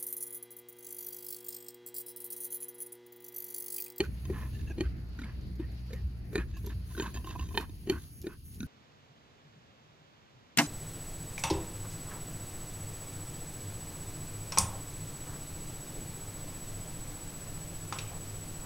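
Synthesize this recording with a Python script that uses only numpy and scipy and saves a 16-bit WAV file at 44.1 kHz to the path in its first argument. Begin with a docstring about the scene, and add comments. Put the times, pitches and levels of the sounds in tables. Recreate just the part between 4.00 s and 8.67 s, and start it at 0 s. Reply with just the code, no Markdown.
"""Two pigs chew in dry pasture, a few metres from a two-port microphone; a far engine drones from the start,
air rumbles and a treble hiss, mostly insects, lies to one side. Tongue, lips and cheeks smack about three
times a second, ringing the mouth; single wet notes ring, the cud squelches, stalks snap, and soon grass
rustles, snouts snuffle and hooves thud. Lips pop after a second. Near three seconds come more lip pops and a
run of crunching bites that tear grass; meanwhile the engine slows and sinks away. A last pair of lip pops
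follows. Noise and decaying tones make it all."""
import sys
import numpy as np
from scipy import signal
from scipy.fft import rfft, irfft
from scipy.io import wavfile
from scipy.ndimage import uniform_filter1d, map_coordinates

SR = 44100
rng = np.random.default_rng(int(sys.argv[2]) if len(sys.argv) > 2 else 0)


def wrap_up_sound(samples):
    """Save the sound to the file named by the first command line argument, as 16-bit audio."""
    columns = np.atleast_2d(samples).T
    # keep every value between -1 and 1, then stretch to whole-number steps
    tamed = np.clip(columns, -1, 1)
    steps = np.round(tamed * 32767).astype(np.int16)
    wavfile.write(sys.argv[1], SR, steps)


N = 205858
T = np.arange(N) / SR

# strokes of the jaw: start_s, click_db before the resonances weigh it, boom_db, boom_hz, opening (0-1),
# tilt_db per octave, lips_db and cheek_db relative to the tongue's smack
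CHEWS = [(.0038, -20, -17.5, 383.3, 0.0094, -3.5, -4, -48), (0.2997, -34.5, -23, 386, 0.076, -12, -33, -29),
         (0.8073, -26, -19.5, 354, 0.041, -3, -8.5, -37), (1.217, -35, -35, 263, 0.53, 2.5, -2.5, 0),
         (1.598, -38, -28, 343, 0.97, 0, -41, -22), (1.931, -34, -37.5, 489.6, 0.48, 3.5, -3.5, -18),
         (2.3555, -21.5, -21, 411, 0.44, -1, -14, -8.5), (2.67, -38, -36.5, 396, 0.85, -13, -2, -18),
         (2.9979, -32, -24.5, 393, 0.97, 2.5, -24, -14), (3.575, -23.5, -25, 399, 1, 3, -11.5, -11),
         (3.8979, -21.5, -18, 376, 0.0077, -2, -13.5, -13.5), (4.268, -33, -25, 359.3, 0.49, 3, -9, -30)]
# mouth resonances with the lips nearly shut, half open and wide open: pitch_hz, level_db
MOUTH_SHUT = [(800, -11), (1380, -66), (1870, -6.5), (2390, -4), (3065, 3), (3680, -40), (4360, 4.5),
              (4820, -33), (6400, 2.5)]
MOUTH_HALF = [(1040, -27), (1480, 0.5), (1790, -0.5), (2410, -4.5), (3040, -21.5), (3720, -4.5), (4050, -6),
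              (4650, -6.5), (6700, -5)]
MOUTH_WIDE = [(926, 10.5), (1550, -3), (1815, 4.5), (2515, 0.5), (3110, 3.5), (3640, 1.5), (4230, 2),
              (4850, -11.5), (6950, -14)]
# ring time of each mouth resonance: t60_s
RING_T60_S = [0.048, 0.037, 0.042, 0.044, 0.034, 0.029, 0.027, 0.02, 0.0093]
# pursed lips popping open: start_s, level_db, starting pitch_hz, t60_s, upper_db, boom_db, boom_hz
LIP_POPS = [(1.189, -36.5, 1416, 0.038, -9, -45, 228), (1.217, -38, 1300, 0.035, -12, -49.5, 230),
            (2.949, -38.5, 1465, 0.048, -24, -43, 306), (2.977, -33, 1410, 0.045, -10, -33, 326),
            (4.6042, -40.5, 1417, 0.057, 6.5, -30.5, 204), (4.6299, -36.5, 1388, 0.061, -5, -29, 225)]
# upper resonances of the pursed lips: pitch (multiple of the note), level_db, t60_s
PURSED = [(1.78, -8, 0.032), (2.8, 7, 0.014), (4.35, -4, 0.022)]
# single wet resonances ringing briefly, some with a smack or lip pop: start_s, level_db, pitch_hz, t60_s
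WET_NOTES = [(.038, -30.5, 1520, 0.023), (0.782, -46, 2430, 0.067), (1.19, -41.5, 1900, 0.04),
             (1.235, -33, 2200, 0.024), (1.933, -40, 2150, 0.026), (2.382, -28.5, 2470, 0.038),
             (3.006, -29, 1584, 0.04), (3.007, -29.5, 7000, 0.027), (3.06, -28.5, 963, 0.027),
             (3.061, -30, 1615, 0.022), (3.394, -27, 2850, 0.018), (3.92, -38, 2640, .028),
             (3.975, -40, 1530, 0.029), (4.242, -47, 2460, 0.034), (4.266, -45.5, 2460, 0.038)]
# cud squeezed after a stroke: start_s, length_s, level_db, pitch_hz of the gap over the tongue,
# lowest_db added to the first resonance, rise (share of pitch over the length, negative falls)
SQUELCHES = [(0.027, 0.052, -47, 1520, -9, 0.015), (0.32, 0.19, -47.5, 1730, 2.5, .02),
             (0.829, 0.058, -49.5, 1480, -17, 0.092), (1.226, 0.12, -53.5, 1670, -1, 0.018),
             (1.607, .062, -56, 1840, -7, .01), (1.939, 0.087, -56.5, 1900, -15, -0.049),
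             (2.376, 0.074, -43.5, 1640, -5, 0.034), (2.695, 0.047, -51, 1610, -2, 0.1),
             (3.017, 0.095, -43, 1530, 3, 0.047), (3.3, .07, -49.5, 1590, 6, 0.021),
             (3.593, 0.068, -42.5, 1460, 4, 0.026), (3.914, 0.086, -45.5, 1410, 1, 0.12),
             (4.284, 0.09, -54.5, 1435, -4.5, 0.091)]
# other resonances of the squeezed mouth: pitch_hz, level_db
SQUEEZED = [(1030, 1), (1270, -5.5), (1900, -14), (2480, -7.5), (2960, -14.5), (3750, -20)]
# bites of grass: start_s, click_db, tear_db, tear_length_s, tilt_db per octave
BITES = [(0.253, -39, -61, 0.009, 3.5), (2.568, -45, -66, 0.023, 2), (2.902, -48, -54, 0.034, 0),
         (2.967, -39, -42, .02, 0.5), (3.022, -31.5, -51, 0.012, 5.5), (3.142, -35, -42, 0.014, 3.5),
         (3.161, -35.5, -44.5, 0.017, 1.5), (3.195, -48.5, -59, 0.033, -5.5), (3.244, -37, -50, 0.046, -2),
         (3.272, -39, -58, 0.018, -7), (3.291, -38, -45, 0.022, 1.5), (3.308, -38, -51, .025, 4),
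         (3.352, -44.5, -45, .015, -10.5), (3.391, -40, -48, .013, -5), (3.395, -36, -52, 0.01, 1.5),
         (3.408, -40, -43, 0.029, 0), (3.439, -42, -52, 0.032, 3), (3.488, -41, -57, .012, 4.5),
         (3.508, -45.5, -54, 0.029, -4.5), (3.543, -41, -38.5, 0.018, -4.5), (3.694, -44.5, -68, 0.014, 3)]
# mouth stretched out to crop grass: pitch_hz, level_db, t60_s
CROPPING = [(324, -1, 0.036), (723, -11, 0.017), (1023, -3, 0.041), (1574, -12, 0.025),
            (1828, -14.5, 0.045), (2615, -7.5, 0.036), (3047, -9, 0.039), (3740, -9.5, 0.024),
            (4820, -14, 0.031), (6400, -5, .012)]
# snout snuffling in the grass: start_s, length_s, level_db, low_db added under 1 kHz,
# rise (share of pitch over the length, negative falls)
SNUFFLES = [(0.527, 0.047, -55, 2, 0.046), (0.59, 0.031, -58, -3, 0.021), (0.668, 0.039, -52, 0.5, 0.017),
            (0.694, 0.033, -44, 7.5, -0.085), (1.801, 0.022, -58, 2, 0.033),
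            (2.533, 0.0546, -55, -2.5, -0.032)]
# resonances of the snout: pitch_hz, width_hz, level_db
SNOUT = [(328, 106, 7.5), (730, 140, -7), (1706, 95, 6), (2684, 200, 0.5), (3820, 300, -17),
         (6500, 510, -13)]
# snouts brushing through grass: start_s, length_s, level_db
RUSTLES = [(0.311, 0.2, -64), (0.527, 0.23, -62.5), (2.475, 0.16, -64), (2.632, 0.11, -59),
           (2.868, 0.13, -58.5), (2.98, 0.14, -49), (3.135, 0.07, -53), (3.258, 0.12, -53.5),
           (3.374, 0.31, -59), (3.972, 0.11, -60.5)]
# spectrum of the scraping blades: frequency_hz, density_db per Hz
BLADES = [(400, -17), (1000, -3), (1700, 2.5), (2200, -3), (2800, -2), (3700, 6.5), (5300, -7), (6900, 2.5),
          (8200, -22), (16000, -44)]
# left port relative to right for the mouth, negative is softer: frequency_hz, shade_db
LEFT_SHADE = [(300, 3), (600, -2.5), (1000, -5), (2000, -1.5), (4000, -4), (9000, 3)]
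# hooves and snouts thudding on soil: start_s, level_db, pitch_hz
THUDS = [(0.851, -22, 61.6), (2.035, -22.5, 72.26), (2.381, -26, 57.3), (2.525, -25, 57.3),
         (2.746, -26, 88.76), (3.146, -27, 64.3), (3.406, -23, 64.6), (3.613, -29, 61.6), (3.934, -26, 71)]
# dry stalks snapping: start_s, level_db before the fibres' ticks and the grass spectrum
SNAPS = [(0.029, -52), (1.412, -67), (1.933, -55), (2.332, -58), (2.569, -56), (2.661, -49.5), (3.264, -56),
         (3.575, -48), (3.604, -52), (3.897, -48), (4.216, -54), (4.539, -56)]
# far engine: time_s, firing_rate_hz before waver, level_db
ENGINE = [(0, 61.68, -40.5), (.5, 63.4, -40.5), (1.1, 59.7, -43), (1.65, 61.87, -40.5), (2.9, 59.62, -41),
          (3.6, 51.6, -48.5), (4.67, 51.9, -67)]
# first three engine harmonics: level_db
ENGINE_ORDERS_DB = [0, -8.5, -14.5]
# background levels before gain and swell: time_s, rumble_db, air_db
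BACKGROUND = [(0, -48, -63), (.75, -46.5, -63), (1.05, -47.5, -64), (1.45, -44.5, -63.5), (1.8, -49, -63.5),
              (2.1, -45.5, -67), (2.4, -46.5, -65), (3.15, -46.5, -65.5), (3.75, -48, -70),
              (4.05, -48.5, -69.5), (4.4, -53.5, -78.5), (4.67, -51, -70)]
# level of the treble hiss, mostly insects, with some clicks, before gain and flicker: time_s, level_db
TREBLE_LEVEL = [(0.0, -61), (0.09, -66.5), (0.41, -60), (1.06, -76.5), (1.97, -72), (2.23, -76.5),
                (2.33, -62.5), (2.55, -77), (2.57, -63.5), (2.83, -69), (2.94, -56.5), (3.46, -66.5),
                (3.57, -54), (3.68, -66), (4.13, -59), (4.42, -68), (4.46, -57.5), (4.67, -63)]
# upper-middle hiss level before flicker: time_s, level_db
HISS_LEVEL = [(0, -68), (.7, -69), (.95, -69.5), (1.3, -68.5), (1.9, -69.5), (2.05, -72), (2.33, -75),
              (2.5, -72.5), (2.8, -71.5), (3.12, -69), (3.46, -73), (3.65, -73.5), (4.67, -73)]
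# spectra of the background layers: frequency_hz, density_db per Hz
RUMBLE = [(18, -59), (27, -49), (36, 2), (50, -13.5), (72, 5.5), (105, 0), (150, -6), (230, -10.5),
          (330, -17.5), (500, -29), (900, -108)]
AIR = [(200, 6), (600, 16), (1100, 8), (1800, 9.5), (2600, 7.5), (3500, -16), (6000, -23), (16000, -74)]
HISS = [(1500, -33), (2800, 1.5), (3500, -4), (4600, 3), (6000, -10.5), (9000, -25), (16000, -67)]
TREBLE = [(4500, -8), (6500, 1), (8000, -13), (9500, 8.5), (11500, 2.5), (13000, 17), (14300, -17.5),
          (15800, -1.5)]

# the lips part before the tongue smacks, the cheek lets go after it (s)
LIPS_LEAD_S, CHEEK_LAG_S = .0252, .024
# the boom drops as the stroke goes on: pitch relative to the tongue's
LIPS_PITCH, CHEEK_PITCH = 1.056, 0.811
BOOM_SHARE = 0.76  # dB of boom lost per dB of click in a lighter contact
TOP_HZ = 15850


def smacks(boom_t60=0.053, boom_rise_s=0.0015, boom_glide=0.18, boom_rough=0.11, ring_glide=0.011,
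           light_rise_s=0.0024, crack_db=-14, crack_t60=0.063, patchy_db=4, firm_db=-30, cheek_db=-10,
           lead_in_db=-15, lead_in_t60=0.034, boom_lead_in_db=-15, boom_lead_in_t60=0.074):
    """A wet seal parts: the whole cavity booms, the upper resonances ring, the film of saliva cracks."""
    booms, clicks = np.zeros(N), np.zeros(N)
    t = np.arange(SR // 8) / SR
    crack_spectrum = [(200, -38), (700, 36.5), (4400, 26.0), (5400, 14.0), (6800, 20.0),
                      (11000, 25.5), (16000, -23)]
    for s, click_db, boom_db, boom_hz, shape, tilt_db in contacts():
        hz, gain = tilted(shape, tilt_db)
        # a firm smack drives every resonance at once; a light one peels open slowly and favours a few
        lightness = np.clip((firm_db - click_db) / 10, .15, 1)
        gain = gain * undb(patchy_db * lightness * (rng.standard_normal(len(hz)) - 6.0))
        hz = hz * (1 + 0.026 * lightness * rng.standard_normal(len(hz)))
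        rings = ring_all(t, hz, gain, RING_T60_S, ring_glide)
        crack = unit(colour(rng.standard_normal(len(t)), crack_spectrum))
        click = rings + undb(crack_db) * crack * fade(t, crack_t60)
        peel = 1 - np.exp(-t / (light_rise_s * lightness))
        add(clicks, s, undb(click_db) * click * peel)
        add(clicks, s - t[-1], undb(click_db + lead_in_db) * lead_in(rings, lead_in_t60))
        # the soft cheeks ring below the cavity's own note, and air rushing in roughens it
        boom = ring(t, boom_hz, boom_t60, boom_glide)
        boom += undb(cheek_db) * ring(t, 0.641 * boom_hz, boom_t60, boom_glide)
        rush = unit(resonate(rng.standard_normal(len(t)), boom_hz, 105))
        boom += boom_rough * rush * fade(t, 2 * boom_t60)
        add(booms, s, np.sqrt(2) * undb(boom_db) * boom * (1 - np.exp(-t / boom_rise_s)))
        add(booms, s - t[-1], undb(boom_db + boom_lead_in_db) * lead_in(boom, boom_lead_in_t60))
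    return pan(booms, 1.0) + near_mouth(clicks)


def contacts():
    """Lips, tongue and cheek smack in turn: (s, click dB, boom dB, boom Hz, mouth shape, tilt dB/octave)."""
    for s, click_db, boom_db, boom_hz, opening, tilt_db, lips_db, cheek_db in CHEWS:
        parts = (-LIPS_LEAD_S, lips_db, LIPS_PITCH), (0, 0, 1), (CHEEK_LAG_S, cheek_db, CHEEK_PITCH)
        for lag_s, db, pitch in parts:
            yield s + lag_s, click_db + db, boom_db + BOOM_SHARE * db, boom_hz * pitch, mouth(opening), tilt_db


def mouth(opening):
    """Resonances (Hz, dB) of the mouth, blended between shut, half open and wide open."""
    weights = np.maximum(1 - np.abs(2 * np.clip(opening, 0, 1) - np.arange(3)), 0)
    return np.tensordot(weights, np.array([MOUTH_SHUT, MOUTH_HALF, MOUTH_WIDE]), 1)


def lead_in(ringing, t60):
    """Noise through the same resonances grows up to the contact."""
    t = np.arange(len(ringing)) / SR
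    growing = rng.standard_normal(len(t)) * fade(t, t60)[::-1]
    return signal.fftconvolve(growing, ringing / np.linalg.norm(ringing))


def pops(rise_s=0.0011, note_glide=0.066, upper_glide=0.041, single_glide=0.052, single_rise_s=0.0029,
         boom_glide=-0.16, boom_t60=0.1, boom_rise_s=0.0024, cheek_db=-7, rough=.4):
    """Pursed lips pop with a note that rises as the gap widens, cheeks wobbling below; single wet notes ring."""
    notes, booms = np.zeros(N), np.zeros(N)
    t = np.arange(SR // 8) / SR
    for s, db, hz, t60, upper_db, boom_db, boom_hz in LIP_POPS:
        note = wet_ring(t, hz * (1 + note_glide), t60, note_glide, rough)
        upper = sum(undb(upper_db + d) * wet_ring(t, k * hz, short, upper_glide, rough)
                    for k, d, short in PURSED)
        add(notes, s, undb(db) * (note + upper) * (1 - np.exp(-t / rise_s)))
        boom = wet_ring(t, boom_hz, boom_t60, boom_glide, rough)
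        boom += undb(cheek_db) * ring(t, 0.685 * boom_hz, boom_t60, boom_glide)
        add(booms, s, undb(boom_db) * boom * (1 - np.exp(-t / boom_rise_s)))
    for s, db, hz, t60 in WET_NOTES:
        single = ring(t, hz, t60, single_glide) * (1 - np.exp(-t / single_rise_s))
        add(notes, s, np.sqrt(2) * undb(db) * single)
    return near_mouth(notes) + np.sqrt(2) * booms


def wet_ring(t, hz, t60, glide, rough, width_share=0.15):
    """A ring between wet, fluttering walls: noise around its note fades with it."""
    spray = cavity(rng.standard_normal(len(t)), [hz], [1], width_share * hz)
    return ring(t, hz, t60, glide) + rough * spray * fade(t, t60)


def squelches(width_hz=170, note_db=2, wash_db=-4, wash_width_hz=800, rise_share=0.11, fall_share=0.42,
              droop_db=5, rasp_db=2.0, throat_db=-2):
    """Air sputters past the wet cud and rings the mouth, whose notes mostly rise as the jaw opens."""
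    out = np.zeros(N)
    for s, length, db, note_hz, low_db, share in SQUELCHES:
        hz, level_db = np.transpose(SQUEEZED + [(note_hz, note_db)])
        gain = undb(level_db + low_db * (hz == hz[0]))
        flow = fluttering_air(rasp_db, 400)
        wet = cavity(flow, hz, gain, width_hz)
        wet += undb(wash_db) * cavity(flow[::-1], hz, gain, wash_width_hz)  # broader, reversed flow
        wet += undb(throat_db) * unit(resonate(flow, 200, 200))
        push = swell(length, rise_share * length, fall_share * length, droop_db)
        add(out, s, undb(db) * slide(wet, share / length) * push)
    return near_mouth(out)


def crunches(grain_db=7, grain_rate=700, detune=0.029, patchy_db=3, rise_s=0.0015, crack_db=-12,
             crack_t60=0.031, tear_rise_s=0.0025, tear_fall_s=0.0047, droop_db=4):
    """Teeth snap a tuft, then its blades tear in a grainy rush; both ring the open mouth."""
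    out = np.zeros(N)
    t = np.arange(SR // 12) / SR
    *shape, t60s = np.transpose(CROPPING)
    for s, click_db, tear_db, length, tilt_db in BITES:
        hz, gain = tilted(np.transpose(shape), tilt_db)
        gain[0] = undb(shape[1][0])  # the cavity's boom ignores how sharp the bite is
        hz = hz * (1 + detune * rng.standard_normal(len(hz)))
        gain = gain * undb(patchy_db * rng.standard_normal(len(hz)))
        body = ring_all(t, hz, gain, t60s, 0)
        crack = unit(colour(rng.standard_normal(len(t)), [(500, -2), (3500, 3), (7000, -7), (15000, -6)]))
        body = (body + undb(crack_db) * crack * fade(t, crack_t60)) * (1 - np.exp(-t / rise_s))
        blades = unit(fluttering_air(grain_db, grain_rate))
        blades = blades * swell(length, tear_rise_s, tear_fall_s, droop_db)
        add(out, s, undb(click_db) * body)
        add(out, s, undb(tear_db) * signal.fftconvolve(blades, body / np.linalg.norm(body)))
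    return near_mouth(out)


def snuffles(flutter_db=3, rise_s=0.0046, fall_s=0.005, droop_db=2):
    """Air flutters through the nostrils and rings the snout, which flexes as it pushes into the grass."""
    out = np.zeros(N)
    for s, length, db, low_db, share in SNUFFLES:
        flow = fluttering_air(flutter_db, 142.0)
        tone = sum(undb(d + low_db * (hz < 1000)) * resonate(flow, hz, width) for hz, width, d in SNOUT)
        push = swell(length, rise_s, fall_s, droop_db)
        add(out, s, undb(db) * slide(unit(tone), share / length) * push)
    return pan(out, -1.5)


def rustles(grain_db=4, grain_rate=260, rise_s=0.0073, fall_s=0.045, droop_db=3):
    """Blades slip past the snout: coloured noise with a fine, scraping grain."""
    push = np.zeros(N)
    for s, length, db in RUSTLES:
        add(push, s, undb(db) * swell(length, rise_s, fall_s, droop_db))
    scrape = rng.standard_normal(N) * undb(grain_db * walk(grain_rate))
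    return near_mouth(push * unit(colour(scrape, BLADES)))


def near_mouth(x, mouth_lag_s=.000057, level_db=-1.13):
    """The snout points slightly right, so the left port hears it later and shaded."""
    return undb(level_db) * np.array([colour(delay(x, mouth_lag_s), LEFT_SHADE), x])


def scatter(x, wet_db=-19, t60=0.19):
    """Ground, fence and trees send back a short, diffuse tail."""
    t = np.arange(SR // 3) / SR
    tail = rng.standard_normal((2, len(t))) * fade(t, t60) * (1 - fade(t, 0.22))
    tail /= np.sqrt(np.sum(tail ** 2, axis=1, keepdims=True))
    return x + undb(wet_db) * signal.fftconvolve(x, tail, axes=1)[:, :N]


def ground(thud_t60=0.17, thud_rise_s=0.014, snap_t60=0.16, tick_db=8, tick_t60=0.017,
           crackle_rate=70, crackle_db=-72):
    """Soil thuds under the animals; dry stalks snap fibre by fibre, and smaller ones crackle all the time."""
    thuds, snaps = np.zeros(N), np.zeros(N)
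    t = np.arange(SR // 3) / SR
    for s, db, hz in THUDS:
        thud = ring(t, hz, thud_t60, -0.054) * (1 - np.exp(-t / thud_rise_s))
        add(thuds, s, np.sqrt(2) * undb(db) * thud)
    for s, db in SNAPS:
        decay = fade(t, snap_t60) + undb(tick_db) * fade(t, tick_t60)
        add(snaps, s, undb(db) * rng.standard_normal(len(t)) * decay * (1 - fade(t, 0.0091)))
    snaps *= undb(4.6 * walk(900))  # the fibres give way in a fine, uneven grain
    # crackle_rate twigs a second on average, each of random strength
    twigs = (rng.random(N) < crackle_rate / SR) * undb(4.5 * rng.standard_normal(N))
    crackle = unit(signal.fftconvolve(twigs, fade(t, 0.047))[:N] * rng.standard_normal(N))
    grass = colour(snaps + undb(crackle_db) * crackle,
                   [(300, -35), (1500, -22.0), (4000, -2), (7000, -1.5), (9000, -18.5), (13000, 5), (15000, -57)])
    return thuds + pan(grass, -2.3)


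def engine(waver=0.01974):
    """A far exhaust: only its lowest harmonics arrive, each fading and wavering on the way."""
    hz, db = curve(ENGINE)
    turn = np.cumsum(hz * (1 + waver * walk(14))) / SR
    drone = np.zeros(N)
    for order, order_db in enumerate(ENGINE_ORDERS_DB, 1):
        phase = 2 * np.pi * order * turn + 0.45 * walk(22.01) + rng.uniform(0, 2 * np.pi)
        drone += undb(order_db + 2 * walk(25.38)) * np.sin(phase)
    return np.sqrt(2) * drone * undb(db)


def pasture(rumble_gain_db=3, rumble_swell_db=2.5, air_gain_db=-2, hiss_flicker_db=1.6,
            air_swell_db=-0.23, treble_gain_db=4, port_lag_s=0.000231):
    """Low rumble and soft air swell at random; the treble, mostly insects, reaches the right port first."""
    rumble_db, air_db = curve(BACKGROUND)
    treble_db, = curve(TREBLE_LEVEL)
    hiss_db, = curve(HISS_LEVEL)
    rumble = wide_noise(RUMBLE, side_db=-11)
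    rumble = rumble * undb(rumble_db + rumble_gain_db + rumble_swell_db * walk(12))
    air = wide_noise(AIR, side_db=0.0) * undb(air_db + air_gain_db + air_swell_db * walk(6.33))
    hiss = wide_noise(HISS, side_db=0.0) * undb(hiss_db + hiss_flicker_db * walk(29.96))
    treble = unit(colour(rng.standard_normal(N), TREBLE)) * undb(treble_db + treble_gain_db + walk(66))
    # from the side, the left port picks up the treble late and in opposite polarity
    late = -delay(treble, port_lag_s)
    return rumble + patchy(air + hiss) + np.array([late, treble])


def wide_noise(points, side_db):
    """Coloured noise with a share that differs between the ears."""
    mid, side = colour(rng.standard_normal((2, N)), points)
    return unit(mid) + undb(side_db) * unit(side) * np.array([[1], [-1]])


def patchy(x, depth_db=2, rate=9):
    """Each half octave of a noise swells and sinks on its own."""
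    octave = np.log2(np.clip(np.fft.rfftfreq(N, 1 / SR), 500, 8000) / 500)
    spectrum = rfft(x)
    out = np.zeros_like(x)
    for k in range(9):
        band = irfft(spectrum * np.maximum(1 - np.abs(2 * octave - k), 0), N)
        out += band * undb(depth_db * walk(rate))
    return out


def ring(t, hz, t60, glide):
    """A cavity rings and dies; its note slides from 1 - glide towards 1 + glide times hz."""
    note_hz = hz * (1 + glide * (1 - 2 * fade(t, 2 * t60)))
    return np.sin(2 * np.pi * np.cumsum(note_hz) / SR) * fade(t, t60)


def ring_all(t, hz, gain, t60s, glide):
    """Struck resonances ring together, in alternating polarity."""
    return sum((-1) ** k * g * ring(t, f, t60, glide) for k, (f, g, t60) in enumerate(zip(hz, gain, t60s)))


def resonate(x, hz, width_hz):
    """One resonance with steep skirts, two equal peaks in a row, gain 1 at its centre."""
    b, a = signal.iirpeak(hz, hz / width_hz, SR)
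    return signal.lfilter(b, a, signal.lfilter(b, a, x))


def cavity(x, hz, gain, width_hz):
    """Air rings a set of resonances, with dark valleys between them."""
    return unit(sum(g * resonate(x, f, width_hz) for f, g in zip(hz, gain)))


def tilted(shape, tilt_db):
    """Frequencies and gains of a mouth shape; a sharper contact tilts them upward around 2 kHz."""
    hz, db = np.transpose(shape)
    return hz, undb(db + tilt_db * np.log2(hz / 2000))


def fluttering_air(depth_db, rate):
    """A quarter second of noise whose level wanders, as turbulent air or slipping blades do."""
    return rng.standard_normal(SR // 4) * undb(depth_db * walk(rate)[:SR // 4])


def swell(length, rise_s, fall_s, droop_db):
    """Level of one short push: quick rise, sagging middle, soft end."""
    t = np.arange(SR // 4) / SR
    return np.clip(np.minimum(t / rise_s, (length - t) / fall_s), 0, 1) * undb(-droop_db * t / length)


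def slide(x, per_s):
    """Let every resonance in x rise steadily, by this share per second."""
    t = np.arange(len(x)) / SR
    return map_coordinates(x, [SR * (t + per_s * t ** 2 / 2)], mode="mirror")


def fade(t, t60):
    """Exponential decay, 60 dB in t60."""
    return np.exp(-np.log(1000) * t / t60)


def walk(rate):
    """Smooth random wandering with rate new values a second, spread near 1."""
    k = max(int(SR / rate), 2)
    steps = np.repeat(rng.standard_normal(N // k + 1), k)
    return unit(uniform_filter1d(uniform_filter1d(steps, k), k)[:N])


def curve(points):
    """Each column of a table of (s, ..) rows, joined by straight lines in time."""
    s, *columns = np.transpose(points)
    return [np.interp(T, s, c) for c in columns]


def colour(x, points):
    """Filter by a spectrum of (Hz, dB) points."""
    hz, db = np.transpose(points)
    f = np.fft.rfftfreq(x.shape[-1], 1 / SR)
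    gain = undb(np.interp(np.log(f + 1), np.log(hz), db))
    return irfft(rfft(x) * gain, x.shape[-1])


def delay(x, lag_s):
    """Delay by a fraction of a millisecond, as a phase slope."""
    return irfft(rfft(x) * np.exp(-2j * np.pi * np.fft.rfftfreq(N, 1 / SR) * lag_s), N)


def pan(x, left_db):
    """Place a sound by its left-minus-right level."""
    return x * undb(np.array([[left_db], [-left_db]]) / 2)


def add(out, s, x):
    """Mix x into out from time s; what falls outside is dropped."""
    i = int(s * SR)
    x = x[max(-i, 0):max(len(out) - i, 0)]
    out[max(i, 0):max(i, 0) + len(x)] += x


def undb(db):
    """Decibels to gain."""
    return 10 ** (np.asarray(db) / 20)


def unit(x):
    """Scale to rms 1."""
    return x / np.sqrt(np.mean(x ** 2) + 1e-20)


def scene():
    """The pigs, with their scattered tail, in front of the pasture."""
    pigs = smacks() + pops() + squelches() + crunches() + snuffles() + rustles()
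    return scatter(pigs) + ground() + engine() + pasture()


def record(dry):
    """The recorder cuts the top with a steep low-pass."""
    return signal.sosfilt(signal.ellip(10, .2, 80, TOP_HZ, fs=SR, output="sos"), dry)


dry = scene()
out = record(dry)
wrap_up_sound(out)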